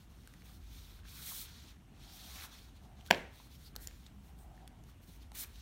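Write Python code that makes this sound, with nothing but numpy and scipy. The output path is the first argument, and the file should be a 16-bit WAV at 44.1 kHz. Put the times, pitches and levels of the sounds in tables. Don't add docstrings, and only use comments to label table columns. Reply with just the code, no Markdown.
import sys
import numpy as np
from scipy import signal
from scipy.fft import rfft, irfft, next_fast_len
from scipy.io import wavfile
from scipy.ndimage import uniform_filter1d, map_coordinates

SR = 44100
rng = np.random.default_rng(int(sys.argv[2]) if len(sys.argv) > 2 else 0)


def inscribe(sig):
    pcm = np.round(np.clip(np.atleast_2d(sig).T, -1, 1) * 32767)
    wavfile.write(sys.argv[1], SR, pcm.astype(np.int16))


def boost(x):
    u = np.asarray(x, float) / 20
    return 10 ** u


N = 247401
TOP_HZ = 15800

# (frequency [Hz], density [dB per Hz])
FLOOR_COLOUR = [(59, -27), (100, -1), (193, -5.5), (266, -9.5), (547, -23.5), (736, -21), (854, -23),
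                (2470, -29.5), (2630, -30.5), (2800, -27), (4290, -35.5), (9410, -36), (16000, -44.5)]
# (frequency [Hz], level [dB])
RUMBLE_COLOUR = [(20, -49.5), (32, -19), (42, -3), (55, -0.5), (75, -5.5), (100, -16.5), (140, -30.5),
                 (300, -58.5)]
# (time [s], level [dB])
RUMBLE_LEVEL = [(0, -60.5), (.4, -57), (.8, -53.5), (1.2, -58.5), (1.6, -58.5), (1.9, -60.5), (2.3, -57),
                (2.7, -60), (3.1, -56), (3.5, -59.5), (3.8, -55.5), (4.2, -56.5), (4.7, -57), (5.1, -56),
                (5.61, -55)]
# (frequency [Hz], level [dB])
TYRE_COLOUR = [(400, -29), (620, -9.5), (750, -1), (880, -10), (1300, -22), (2500, -36.5)]
# (time [s], half width [s], level [dB])
CAR_PASSES = [(.5, 0.082, -72.5), (1.3, 0.098, -75), (2.3, 0.31, -67.5), (2.92, 0.16, -68.5),
              (4.52, 0.27, -66), (5.3, 0.15, -77)]
# (start [s], end [s], pitch [Hz], width [Hz], level [dB])
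FAINT_TONES = [(4.03, 4.32, 200, 6.2, -62.5), (2.5, 2.03, 1800, 12, -80), (4.38, 4.44, 8500, 830, -71),
               (3.645, 3.69, 4560, 870, -59.5), (3.082, 3.096, 1500, 190, -59),
               (1.185, 1.215, 1400, 450, -64), (1.3, 1.34, 1150, 360, -58.5), (1.47, 1.53, 1600, 350, -68),
               (4.06, 4.075, 6500, 3000, -64.5), (3.77, 3.93, 1900, 500, -70.5)]
# (frequency [Hz], t60 [s])
ROOM_T60 = [(100, .4), (500, .4), (1500, 0.5), (3000, 0.42), (6000, 0.48), (12000, .36)]
# (frequency [Hz], level [dB])
HANDS_IN_ROOM = [(100, 9.5), (400, 8), (2500, 2), (5000, -5.5), (12000, -9)]
# (frequency [Hz], density [dB per Hz])
SLAP_IN_ROOM = [(71, -51), (120, -18), (199, -0.5), (304, -5), (336, -12), (387, -1.5), (524, -3.5),
                (710, -8), (1020, -14), (1230, -23.5), (1600, -10.5), (2250, -13), (2920, -16), (5000, -29),
                (15000, -40)]
# (delay [s], level [dB])
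WALL_ECHOES = [(.0125, -29), (.018, -25.5), (0.027, -27), (.036, -26)]
# (time [s], peak [dB], ring pitch [Hz], ring level [dB])
EDGE_TICKS = [(0.2344, -54, 3350, -10), (0.2738, -43, 1580, -3.5), (0.3376, -48, 1950, -1),
              (0.4199, -50.5, 2350, -4), (0.4943, -51.5, 1240, -4), (0.99, -58, 1500, 3),
              (1.0335, -62, 1760, 4), (1.0525, -60.5, 1640, 11), (3.0091, -52.5, 3130, 3.5),
              (3.0619, -42.5, 4068, -7), (3.074, -46, 3220, -18), (3.3996, -52, 980, 4),
              (3.754, -45, 1330, -6.5), (3.7618, -30.5, 4190, -7), (3.7621, -57.5, 800, 9),
              (3.8721, -33, 7070, 4.5), (3.8834, -48, 1760, -9), (3.91, -50.5, 2500, -7),
              (4.0397, -62, 3430, -5.5), (4.0642, -47.5, 3730, 1), (4.388, -54, 8500, -3),
              (4.5765, -59, 1790, 5.5), (4.6763, -42.5, 3400, -5.5), (4.8374, -51, 7500, -16),
              (4.8893, -57.5, 1172, 2.5), (5.2196, -60, 3820, -7.5), (5.3178, -45.5, 850, -3.5),
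              (5.4454, -45, 2400, -0.5), (5.5573, -50, 3920, 2)]
# (frequency [Hz], level [dB])
GLAZE_COLOUR = [(1500, -21.5), (3000, -15), (6000, -4), (9000, 1), (12000, 0), (14000, 2), (15800, 0),
                (17000, -18)]
# (frequency [Hz], level [dB])
FELT_COLOUR = [(1500, -20.5), (2600, -12.5), (3300, -1.5), (4000, -0.5), (4700, -3.5), (6500, -6.5),
               (7700, -13), (12000, -19), (16000, -52.5)]
# (frequency [Hz], level [dB])
CUP_COLOUR = [(500, -19), (900, -6.5), (1300, -3.5), (1900, -4), (2500, -1), (4000, -32.5)]
# (start [s], end [s], first pressure [dB], last pressure [dB], card on card over felt [dB])
HAND_BRUSHES = [(0.0, 0.048, -70, -75, -3), (0.102, 0.417, -74.5, -71.5, -3.5), (0.456, 0.57, -66, -70, 0),
                (.62, 0.713, -71.5, -67.5, -5), (0.731, .99, -61.5, -67.5, -3.5),
                (1.492, 1.707, -61.5, -62.5, -8.5), (2.528, 2.696, -57.5, -69.5, -6.5),
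                (2.767, 2.77, -66.5, -69, -9), (2.837, 2.852, -68.5, -71, -7),
                (2.975, 3.013, -71, -69, -13), (3.071, 3.084, -60, -65, -6), (3.34, 3.471, -65.5, -67, -3),
                (3.508, 3.555, -69, -65.5, -2), (3.597, 3.668, -69, -64, -0.5),
                (3.821, 3.847, -62.5, -64, 6.5), (3.887, 4.07, -71, -72.5, -2), (4.24, 4.3, -75, -74.5, .1),
                (4.39, 4.435, -80, -80.5, 9.5), (4.554, 4.619, -75, -77.5, -10),
                (4.863, 4.9, -76, -68.5, -3), (5.037, 5.037, -72, -71, 3.5), (5.079, 5.163, -70, -70, 1.7),
                (5.227, 5.246, -63, -73.5, -6), (5.506, 5.603, -71.5, -64.5, -5)]
# (time [s], pressure [dB], card on card over felt [dB], hand cupping [dB])
LONG_GESTURES = [
    [(1.03, -83, -10, 0.1), (1.052, -67, -8, 5), (1.094, -58.5, -2.5, -3), (1.16, -61, 3.5, 6),
     (1.292, -50.5, 4.5, -1.5), (1.4, -54, 6, -5), (1.416, -54, 8.5, -2), (1.488, -62, -9, 5.5),
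     (1.5, -70, -3, 3)],
    [(1.9, -89, 1, 3), (1.95, -75, -13, 8), (1.982, -70, -7, 5), (2.018, -63.5, -11, -2.5),
     (2.14, -58.5, -3, -4.7), (2.382, -54.5, -2.5, 4.3), (2.452, -51.5, -2, 1), (2.48, -67, -2, -4),
     (2.5, -68, -2, 0.1)],
]
# (time [s], pressure [dB], card on card over felt [dB], hand cupping [dB])
CARD_DRAW = [(5.33, -73, 5, -4), (5.34, -69, -1, -3), (5.351, -53, 3, 3), (5.39, -54, 7.5, 0.5),
             (5.41, -53.5, 11, 1), (5.438, -53, 6.5, 6), (5.45, -66, 3, 3), (5.48, -75, 5, .1)]
# (time [s], blow [dB], contact time [ms], crack [dB])
SLAP_CONTACTS = [
    (3.1050, -30, 0.063, -29.5),
    (3.1069, -17, 0.27, -46.5),
    (3.1091, -16.5, .069, -22.5),
    (3.1102, -3.5, 0.069, -25),
    (3.1115, -10, .295, -34),
    (3.115, -24.5, 0.3, -39.5),
]
# (frequency [Hz], level [dB], t60 [s])
TABLE_MODES = [(82, -11, 0.11), (196, -11, 0.11), (373, -10.5, 0.028), (533, -16, .05), (700, -6.5, .02),
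               (965, -4.5, .016), (1600, -1, 0.011), (2000, -13, 0.011), (2350, -8, 0.0054),
               (3130, 2.5, 0.0069), (4200, -11, .009), (5680, -2.5, .01), (6790, -14, .004),
               (9270, -13, .004)]
# (centre [Hz], width [Hz], depth [dB])
PORT_DIPS = [(7800, 1500, -2), (10400, 510, -5), (4900, 250, -3)]


def unit(x):
    return x / np.sqrt(np.mean(x ** 2) + 1e-20)


def along(points, hz):
    f, v = np.transpose(points)
    return np.interp(np.log(hz + 1), np.log(f + 1), v)


def curves(rows):
    s, *cols = np.transpose(rows)
    return [np.interp(np.arange(N) / SR, s, c, left=-150, right=-150) for c in cols]


def wobble(rate_hz):
    knots = rng.standard_normal(int(N * rate_hz / SR) + 4)
    return map_coordinates(knots, [np.arange(N) * rate_hz / SR])


def coloured(x, spectrum):
    m = next_fast_len(N + 8192)
    hz = np.fft.rfftfreq(m, 1 / SR)
    gain = boost(along(spectrum, hz)) * (hz < TOP_HZ)
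    return unit(irfft(rfft(x, m) * gain, m)[:N])


def scrape(spectrum, grit_db, patchy_db):
    slips = rng.standard_normal(N) * boost(grit_db * wobble(900))
    z = signal.stft(slips, nperseg=256)[2]
    flecks = uniform_filter1d(rng.standard_normal(z.shape), size=2, axis=0)
    flecks = uniform_filter1d(flecks, size=3, axis=1)
    patches = uniform_filter1d(uniform_filter1d(flecks, size=6, axis=0), size=10, axis=1)
    gain = boost(patchy_db * (unit(patches) + unit(flecks)))
    return coloured(signal.istft(z * gain, nperseg=256)[1][:N], spectrum)


def background():
    still = boost(-61) * scrape(FLOOR_COLOUR, grit_db=0.6, patchy_db=0.96)
    drone = signal.hilbert(coloured(rng.standard_normal(N), RUMBLE_COLOUR))
    steadied = drone.real / np.abs(drone) ** .7
    drone = coloured(steadied, [(30, -12.5), (45, -2), (90, 1.0), (140, -18.5), (300, -50)])
    sway = boost(curves(RUMBLE_LEVEL)[0] + 1.6 * wobble(7.6))
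    t = np.arange(N) / SR
    road = sum(boost(db) * np.exp(-((t - s) / half_s) ** 2) for s, half_s, db in CAR_PASSES)
    return still + sway * drone + road * scrape(TYRE_COLOUR, grit_db=4.0, patchy_db=0.7)


def tones():
    t, out = np.arange(N) / SR, np.zeros(N)
    for t0, t1, hz, width, db in FAINT_TONES:
        swell = np.sin(np.pi * np.clip((t - t0) / (t1 - t0), 0, 1)) ** .6
        band = [(hz - 2 * width, -50), (hz - width / 2, 0), (hz + width / 2, 0), (hz + 2 * width, -50)]
        out += boost(db) * swell * coloured(rng.standard_normal(N), band)
    return out


def room(x, colour):
    hz, t, z = signal.stft(rng.standard_normal(SR // 2), SR, nperseg=256)
    decay_db = along(colour, hz)[:, None] - 60 * t / along(ROOM_T60, hz)[:, None]
    tail = signal.istft(z * boost(decay_db), SR, nperseg=256)[1]
    tail = tail * (1 - np.exp(-np.arange(len(tail)) / SR / .006))
    return signal.fftconvolve(np.pad(x, (200, 0)), tail / np.linalg.norm(tail))[:N]


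def echoes(x):
    t = np.arange(SR // 10) / SR
    smear = sum(boost(db - 60 * np.abs(t - s) / 0.0065) * (t > s) for s, db in WALL_ECHOES)
    smear = smear * rng.standard_normal(len(t))
    smear = signal.lfilter([.4], [1, -.6], smear)
    return signal.fftconvolve(x, smear)[:N]


def ticks():
    out, t = np.zeros(N + SR), np.arange(SR // 20) / SR
    noises = rng.standard_normal((len(EDGE_TICKS), len(t)))
    for (s, db, hz, ring_db), noise in zip(EDGE_TICKS, noises):
        top_hz = np.clip(6000 * boost(.45 * (db + 55.5)), 1.4 * hz, 15000)
        edge = signal.butter(2, [.4 * hz, top_hz], "band", fs=SR)
        snap = signal.lfilter(*edge, noise * (boost(-60 * t / 0.0047) + 0.137 * boost(-60 * t / 0.03)))
        ring_t60_s = .011 / (hz / 2000) ** .4
        ring = np.sin(2 * np.pi * hz * t) * boost(ring_db - 60 * t / ring_t60_s)
        tap = np.sin(2 * np.pi * 520 * t) * boost(-14 - 60 * t / 0.0075)
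        out[round((s + .0008) * SR):][:len(t)] += boost(db) * (snap + ring + tap)
    return out[:N]


def pressure():
    touch_db_per_s, lift_db_per_s = 499, 350.5
    t, power = np.arange(N) / SR, np.zeros((3, N))
    moves = [curves(rows) for rows in LONG_GESTURES + [CARD_DRAW]]
    for t0, t1, first_db, last_db, gloss_db in HAND_BRUSHES:
        away_db = touch_db_per_s * np.maximum(t0 - t, 0) + lift_db_per_s * np.maximum(t - t1, 0)
        moves.append((np.interp(t, [t0, t1], [first_db, last_db]) - away_db, gloss_db, 0))
    for level_db, gloss_db, cup_db in moves:
        hollow_db = -67.5 + cup_db + 0.9 * (level_db + 59)
        power = power + boost(2 * np.array([level_db, level_db + gloss_db, hollow_db]))
    return np.sqrt(power)


def rubbing():
    on_felt, on_cards, cupped = pressure()
    flutter = wobble(70)
    card_gain = on_cards * boost(0.8 * flutter + 0.58 * wobble(25))
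    cards = card_gain * scrape(GLAZE_COLOUR, grit_db=-1.2, patchy_db=0.3)
    felt_gain = on_felt * boost(0.75 * flutter + 0.4 * wobble(25))
    felt = felt_gain * scrape(FELT_COLOUR, grit_db=0.0, patchy_db=1.03)
    cup_gain = cupped * boost(0.54 * flutter + 1.4 * wobble(15))
    cup = cup_gain * scrape(CUP_COLOUR, grit_db=1.3, patchy_db=1.6)
    return cards + felt + cup


def slap():
    t = np.arange(N) / SR
    push = -sum(boost(db) * np.exp(-((t - s) * 1000 / ms) ** 2 * 2) / ms for s, db, ms, _ in SLAP_CONTACTS)
    push = signal.lfilter(*signal.butter(2, 420, "high", fs=SR), push)
    burst = sum(boost(db - 60 * np.abs(t - s) / 0.012) * (t > s) for s, _, _, db in SLAP_CONTACTS)
    u = t[:SR // 2]
    body = sum(boost(db - 60 * u / t60_s) * np.cos(2 * np.pi * hz * u - .25) for hz, db, t60_s in TABLE_MODES)
    crack = signal.lfilter([.45], [1, -.65], rng.standard_normal(N))
    blow = boost(-40.5) * signal.fftconvolve(push, body)[:N] + burst * crack
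    mirror_s, mirror_db = .00041, -6.5
    return blow + boost(mirror_db) * np.roll(blow, round(mirror_s * SR))


def scene():
    blow, hands = slap(), rubbing() + ticks()
    bang = signal.unit_impulse(N, round(SLAP_CONTACTS[3][0] * SR))
    near = blow + boost(-10.0) * echoes(blow) + hands
    far = boost(-5.0) * room(bang, SLAP_IN_ROOM) + boost(-13.5) * room(hands, HANDS_IN_ROOM)
    return (near + far + background() + tones())[None]


def top_cut(x):
    return signal.sosfilt(signal.butter(12, 16500, fs=SR, output="sos"), x)


def record(dry):
    headroom, knee, steep_hz = .85, 3, 16400
    hz = np.fft.rfftfreq(N, 1 / SR)
    port_db = sum(db * np.exp(-((hz - centre) / width) ** 2) for centre, width, db in PORT_DIPS)
    held = dry / (1 + np.abs(dry / headroom) ** knee) ** (1 / knee)
    mix = irfft(rfft(held) * boost(port_db) * (hz < steep_hz), N)
    return top_cut(mix)


dry = scene()
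out = record(dry)
inscribe(out)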